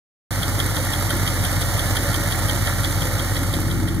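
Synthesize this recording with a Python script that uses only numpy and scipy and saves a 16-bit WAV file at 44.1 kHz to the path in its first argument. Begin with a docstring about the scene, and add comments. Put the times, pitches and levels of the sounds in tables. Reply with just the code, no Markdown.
"""Idling V8 engine

Eight uneven exhaust pulses per cycle excite the resonances of the pipes, and the harder ones make the
engine chug on its mounts. Block and valve gear clatter, a panel knocks now and then, and a loose valve
ticks once per cycle. A two-port microphone above the open bay backs away round the wing near the end,
so the sound turns duller, with more boom."""
import sys
import numpy as np
from scipy import signal
from scipy.fft import rfft, irfft, next_fast_len
from scipy.io import wavfile

SR = 44100
rng = np.random.default_rng(int(sys.argv[2]) if len(sys.argv) > 2 else 0)


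def wav_out(sig):
    """Save sig, one row per channel (or a flat mono array), as 16-bit PCM at SR to the path in sys.argv[1]."""
    wavfile.write(sys.argv[1], SR, np.round(np.clip(np.atleast_2d(sig).T, -1, 1) * 32767).astype(np.int16))


N = 176400
SIZE = next_fast_len(N + SR // 2)  # padded for the decays
HZ = np.fft.rfftfreq(SIZE, 1 / SR)


# Exhaust pulse of each cylinder: phase/cycles, level/dB
CYLINDER_PULSES = [(.071, .8), (.211, 1.2), (.312, -.6), (.454, -1.5), (.576, 0), (.685, 2.4), (.839, -5.5),
                   (.936, -.9)]

def firings():
    """Quasi-periodic excitation: one slightly irregular impulse per cylinder and cycle, with one stumble."""
    jitter_s, spread_db = .00015, .45
    out = np.zeros(SIZE)
    for phase, db in CYLINDER_PULSES:
        late, strong = rng.standard_normal((len(CYCLES), 2)).T
        times = cycle_times(phase)
        stumble_db = -7 * np.exp(-((times - .882) / .012) ** 2)
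        out += impulses(times + jitter_s * late, amp(db + stumble_db + spread_db * strong))
    return out


# Resonances of the exhaust pipes: f/Hz, bandwidth/Hz, level/dB
PIPE_MODES = [(45.75, 3.5, -1.45), (91.2, 7.7, 3), (107.2, 13.8, 0.7), (142.2, 8.1, -9.5),
              (187.2, 9.7, -15.5), (251.6, 7.7, -18.5)]

def exhaust(pulses):
    """Pipe resonance: the pulses drive modes of alternating sign, low-passed by the muffler."""
    f = HZ + 1e-6
    pipe = sum((-1) ** k * amp(db) / (1 + 1j * (f / hz - hz / f) * hz / width)
               for k, (hz, width, db) in enumerate(PIPE_MODES))
    muffler = 1 / (1 + (f / 600) ** 4)
    low_cut = (1j * f / (35 + 1j * f)) ** 2
    return coherent_pair(amp(33) * rfft(pulses) * pipe * muffler * low_cut)


# Noise of block, belts and valve gear: f/Hz, spectral level/dB
CLATTER_SPECTRUM = [(20, -75), (45, -90), (70, -49), (110, -64), (170, -54.5), (220, -76), (255, -61.5),
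                    (290, -55), (330, -57.5), (390, -71), (435, -61), (475, -66), (560, -60), (630, -65.5),
                    (690, -60.5), (860, -61.5), (1030, -66.5), (1380, -62.5), (1640, -66), (1850, -63),
                    (2200, -64), (2500, -79), (3400, -70), (5200, -69.5), (8600, -69.5), (9700, -69.5),
                    (10600, -68), (13500, -69), (15500, -77.5)]
# Resonances of covers and brackets: f/Hz, bandwidth/Hz, level above the clatter/dB
COVER_MODES = [(514, 5.2, 10), (562, 10, 3.5), (583, 45, 5.5), (910, 33, 2), (1233, 73, 2.5), (1391, 16, 5),
               (1722, 24, 7.5), (1865, 41, 6), (2968, 47, 11), (3350, 27, 1), (3790, 100, 3),
               (4430, 36, 6.5), (6180, 36, 6.5), (9830, 160, 9), (11600, 330, -4)]

def block_clatter(pulses):
    """Forced vibration: noise surging with the firings, thuds and random rattles drive the covers."""
    rattles_per_s = 300
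    surge = unit_rms(1 + .15 * convolve(pulses, decay(.0012)))
    hits = (rng.random(SIZE) < rattles_per_s / SR) * amp(3 * np.minimum(rng.exponential(1, SIZE), 3))
    rattle = amp(-5) * unit_rms(convolve(hits, decay(.003)))
    pair = []
    for _ in range(2):
        thud = unit_rms(convolve(pulses, decay(.017) * rng.standard_normal(SR // 8)))
        running = np.hypot(surge, rattle) * rng.standard_normal(SIZE)
        pair.append(unit_rms(running + amp(-12) * thud))
    covers_db = sum(db / (1 + (2 * (HZ - hz) / width) ** 2) for hz, width, db in COVER_MODES)
    return partly_coherent_pair(np.array(pair), curve(CLATTER_SPECTRUM) + covers_db)


# Engine cycles, timed by the tick of the loose valve: t/s, tick level/dB, chug level/dB
CYCLES = [(0.2616, -8, -8), (0.4305, -3.5, -8), (0.6001, -2.5, 4), (0.7655, -4.5, -1.5),
          (0.9344, -4.5, -2.5), (1.104, -4, 5), (1.275, -5, -8.5), (1.4483, -3.5, -6), (1.62, -6.5, -4),
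          (1.7927, -6, -2.5), (1.9671, -4, 4), (2.1418, -7, 2.5), (2.3215, -5.5, 0), (2.495, -4.5, 1),
          (2.6698, -6.5, -4), (2.8443, -3.5, 0), (3.018, -8, 1.5), (3.194, -7, 2), (3.365, -4, 3),
          (3.538, -4.5, 1.5), (3.7114, -5.5, -2), (3.8833, -2.5, -4), (4.057, -2, -1)]
# Valve gear contacts: phase/cycles, decay/s, clack level/dB, snap level/dB, knock level/dB
VALVE_CONTACTS = [(-.06, .004, -10, -4, -11), (-.022, .004, -8, -13, -9), (.004, .002, 2, 0, -9),
                  (.014, .006, -5, -9, -11), (.031, .0018, -7, -16, 1), (.06, .007, -12, -18, -11),
                  (.15, .004, -15, -12, -8), (.372, .006, -16, -3, -16), (.53, .004, -20, -12, -14),
                  (.65, .005, -19, -10, -20)]
# Cover clack, bright snap and low knock of a contact: f/Hz, spectral level/dB
CLACK_SPECTRUM = [(300, -85), (2000, -70), (2800, -65), (3170, -44.5), (3420, -46.5), (3600, -52.5),
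                  (3750, -51), (4100, -57.5), (4600, -56), (6000, -66), (15000, -85)]
SNAP_SPECTRUM = [(2000, -62.5), (6000, -72), (8500, -60), (9350, -51.5), (10300, -53), (11000, -57),
                 (11650, -55), (12400, -60), (15500, -67)]
KNOCK_SPECTRUM = [(200, -86), (900, -63), (1400, -48), (1650, -52), (1900, -46.5), (2200, -53), (2600, -68),
                  (8000, -82)]
CONTACT_RISE_S = .0004

def valve_gear():
    """Impact noise: each contact radiates a short burst, and incoherent bursts add in power."""
    tick_db, out = np.array(CYCLES)[:, 1], 0
    for k, colour in enumerate([CLACK_SPECTRUM, SNAP_SPECTRUM, KNOCK_SPECTRUM]):
        power = np.zeros(SIZE)
        for phase, decay_s, *dbs in VALVE_CONTACTS:
            sizes = amp(tick_db + dbs[k] + .4 * rng.standard_normal(len(tick_db)))
            shape = decay(decay_s) * (1 - decay(CONTACT_RISE_S))
            power += convolve(impulses(cycle_times(phase), sizes ** 2), (shape / shape.max()) ** 2)
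        bursts = np.sqrt(abs(power)) * rng.standard_normal((2, SIZE))
        out += partly_coherent_pair(bursts, curve(colour))
    return out


# Blows of the harder firings: phase/cycles, boom level/dB, chug level/dB
HARD_FIRINGS = [(0.032, -41.5, -29.5), (.17, -52, -26), (.32, -28.5, -26.5), (0.702, -28.5, -40)]
# Modes of the boom and of the chug: f/Hz, decay/s, level/dB
BOOM_MODES = [(160.2, 0.019, -0.5), (178.7, 0.042, -9)]
CHUG_MODES = [(264, .016, -6.5), (297, 0.013, -1.5), (328.2, 0.019, -5)]

def chugging():
    """Shock excitation: the harder firings shake the engine on its mounts."""
    effort_db, out = np.array(CYCLES)[:, 2], 0
    for phase, boom_db, chug_db in HARD_FIRINGS:
        times = cycle_times(phase)
        out += struck(times, np.full(len(times), boom_db), BOOM_MODES)
        out += struck(times, effort_db + chug_db, CHUG_MODES)
    return out


# Knocks of a sheet-metal panel: t/s, level/dB
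PANEL_HITS = [(.797, -21), (.985, -22.5), (1.14, -20.5), (2.045, -19), (2.416, -21), (3.212, -24)]
# Bending modes of the panel: f/Hz, decay/s, level/dB
PANEL_MODES = [(525, 0.012, -9), (555, 0.032, -8), (571, 0.017, -17)]

def panel_knocks():
    """Free vibration of a plate: the panel rings briefly after each knock."""
    times, dbs = np.transpose(PANEL_HITS)
    return struck(times, dbs, PANEL_MODES)


# Stray knocks, then stray snaps: rate/(1/s), level/dB, spread/dB, decay/s
LINKAGE_CONTACTS = [(45, -15.5, 3.5, .004), (70, -13, 4.5, .0014)]

def linkage_rattle():
    """Backlash: play in the linkages makes small impacts at random, a Poisson process."""
    out = 0
    for (per_s, db, spread_db, decay_s), colour in zip(LINKAGE_CONTACTS, [KNOCK_SPECTRUM, SNAP_SPECTRUM]):
        hits = rng.random(SIZE) < per_s / SR
        sizes = amp(db + spread_db * np.minimum(rng.exponential(1, SIZE), 2))
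        envelope = convolve(hits * sizes, decay(decay_s) * (1 - decay(CONTACT_RISE_S)))
        out += partly_coherent_pair(envelope * rng.standard_normal((2, SIZE)), curve(colour))
    return out


# Engine tones: multiple of the cycle rate, level/dB, left minus right/dB
DRONE_HARMONICS = [(29, -43.5, 13), (43, -45, 8), (56, -57, 28)]

def drone():
    """Harmonics of a periodic motion: pure tones locked in phase to the engine cycle."""
    starts = cycle_times(0)
    cycles = np.interp(np.arange(SIZE) / SR, starts, np.arange(len(starts)))
    tones = 0
    for multiple, db, side_db in DRONE_HARMONICS:
        peaks = np.sqrt(2) * amp(db + np.array([[side_db], [-side_db]]) / 2)
        tones += peaks * np.sin(2 * np.pi * (multiple * cycles + rng.random()))
    return rfft(tones)


# Low air noise: f/Hz, spectral level/dB
AIR_SPECTRUM = [(10, -68), (22, -59), (33, -63), (62, -62), (110, -60), (220, -66), (500, -100)]

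def air_rumble():
    """Incoherent noise: the air rumbles independently at each port."""
    return rfft(rng.standard_normal((2, SIZE))) * amp(curve(AIR_SPECTRUM)) * np.sqrt(SR / 2)


def struck(times, dbs, modes):
    """Modal superposition: each blow starts damped sines, slightly scattered in pitch and level."""
    pitch_scatter, spread_db, rise_s = .025, 1.5, .002
    t, out = np.arange(SR // 8) / SR, np.zeros(SIZE + SR)
    hz, decay_s, db = np.array(modes).T[:, :, None]
    for start, level in zip(times, dbs):
        detune, strong = rng.standard_normal((2, len(modes), 1))
        envelopes = amp(level + db + spread_db * strong) * decay(decay_s) * (1 - decay(rise_s))
        tones = envelopes * np.sin(2 * np.pi * hz * (1 + pitch_scatter * detune) * t)
        out[round(start * SR):][:len(t)] += tones.sum(0)
    return coherent_pair(rfft(out[:SIZE]))


# Level difference between the ports: f/Hz, left minus right/dB
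PORT_BALANCE = [(60, -.3), (105, -1), (160, 7), (215, 3), (290, -0.5), (450, -1), (740, -4), (1220, 0.5),
                (2010, -3), (2600, 2.5), (3300, -0.5), (5300, -3), (7000, -4.5), (8600, -12), (9700, -12.5),
                (13500, -12.5), (15300, -14)]
# Phase difference between the ports: f/Hz, lead of the left/rad
PORT_LEAD = [(46, .5), (140, .65), (175, 0), (1500, -.1), (2100, -1.5), (2500, -3.1), (2950, -3.2),
             (3500, -6.2), (4300, -6.4), (4700, -9.1), (5300, -9.6), (6500, -12.6), (7800, -15.7),
             (9400, -18.9), (10900, -22), (12300, -25.1), (15300, -31.4)]

def coherent_pair(spectrum):
    """One wave reaches both ports, differing in level and phase; gives left and right spectra."""
    half = amp(curve(PORT_BALANCE) / 2) * np.exp(.5j * curve(PORT_LEAD))
    return np.array([spectrum * half, spectrum / half])


# Likeness of the two ports: f/Hz, coherence (0 to 1)
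PORT_COHERENCE = [(60, .85), (200, .9), (700, .92), (1300, .97), (2200, .6), (2550, .99), (2900, .995),
                  (3200, .25), (3900, .9), (4700, .3), (5200, .85), (5800, .5), (9800, .65), (15000, .5)]

def partly_coherent_pair(noises, colour_db):
    """Partial coherence: two independent noises are coloured and mixed into left and right spectra."""
    right, other = rfft(noises) * amp(colour_db) * np.sqrt(SR / 2)
    coherence = curve(PORT_COHERENCE)
    left = coherence * right + np.sqrt(1 - coherence ** 2) * other
    return np.array([left * amp(curve(PORT_BALANCE)) * np.exp(1j * curve(PORT_LEAD)), right])


def cycle_times(phase):
    """The time at which each engine cycle reaches this phase."""
    starts = np.array(CYCLES)[:, 0]
    periods = np.append(np.diff(starts), starts[-1] - starts[-2])
    return starts + phase * periods


def amp(db):
    """Decibels to amplitude ratio."""
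    return 10 ** (np.asarray(db) / 20)


def unit_rms(x):
    """Normalisation to unit power."""
    return x / np.sqrt(np.mean(x ** 2) + 1e-20)


def curve(points):
    """Interpolation along log frequency."""
    hz, value = np.transpose(points)
    return np.interp(np.log(HZ + 1), np.log(hz), value)


def impulses(times, sizes):
    """A train of single-sample impulses."""
    out = np.zeros(SIZE)
    np.add.at(out, np.clip(np.round(times * SR).astype(int), 0, SIZE - 1), sizes)
    return out


def decay(decay_s):
    """Exponential damping with this time constant."""
    return np.exp(-np.arange(SR // 8) / SR / decay_s)


def convolve(x, response):
    """Linear response to x, cut to length."""
    return signal.fftconvolve(x, response)[:SIZE]


# Band levels along the microphone's path: t/s, bass/dB, low middle/dB, middle/dB, treble/dB
PATH_LEVELS = [(.3, .5, -1, -0.5, -1), (1.1, 1.4, 0.5, 0.5, 0.5), (2.1, 0.5, -0.5, 1.5, 1),
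               (2.898, 0.5, -0.5, 0, 0), (3.3, 0, -2, -0.5, -1), (3.42, 1.5, 0, -1.5, -2),
               (3.58, .5, 2.5, -2, -2.5), (3.75, 1, 4.5, -4.5, -5.5), (4, 0, 5, -7, -9.5)]
# Flat part of each band, crossfaded in between: lower f/Hz, upper f/Hz
PATH_BANDS = [(90, 130), (170, 340), (480, 2200), (3500, 15000)]

def scene():
    """Superposition: the sources' spectra add, and each band's level follows the microphone's position."""
    pulses = firings()
    engine = exhaust(pulses) + drone() + air_rumble() + block_clatter(pulses)
    engine += panel_knocks() + chugging() + valve_gear() + linkage_rattle()
    t, path, out = np.arange(N) / SR, np.array(PATH_LEVELS), 0
    for k, share in enumerate(np.eye(len(PATH_BANDS))):
        band = np.interp(HZ, np.ravel(PATH_BANDS), np.repeat(share, 2))
        gain = amp(np.interp(t, path[:, 0], path[:, k + 1]))
        out += irfft(engine * band, SIZE)[:, :N] * gain
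    return out


def record(dry):
    """Gating and band limiting: the sound cuts in abruptly and passes a steep low-pass filter."""
    start_s, cutoff_hz = .307, 15650
    gate = np.clip((np.arange(N) / SR - start_s) / .001, 0, 1)
    low_pass = signal.firwin(511, cutoff_hz, window=("kaiser", 9), fs=SR)
    return signal.oaconvolve(dry * gate, low_pass[None], "same")


dry = scene()
out = record(dry)
wav_out(out)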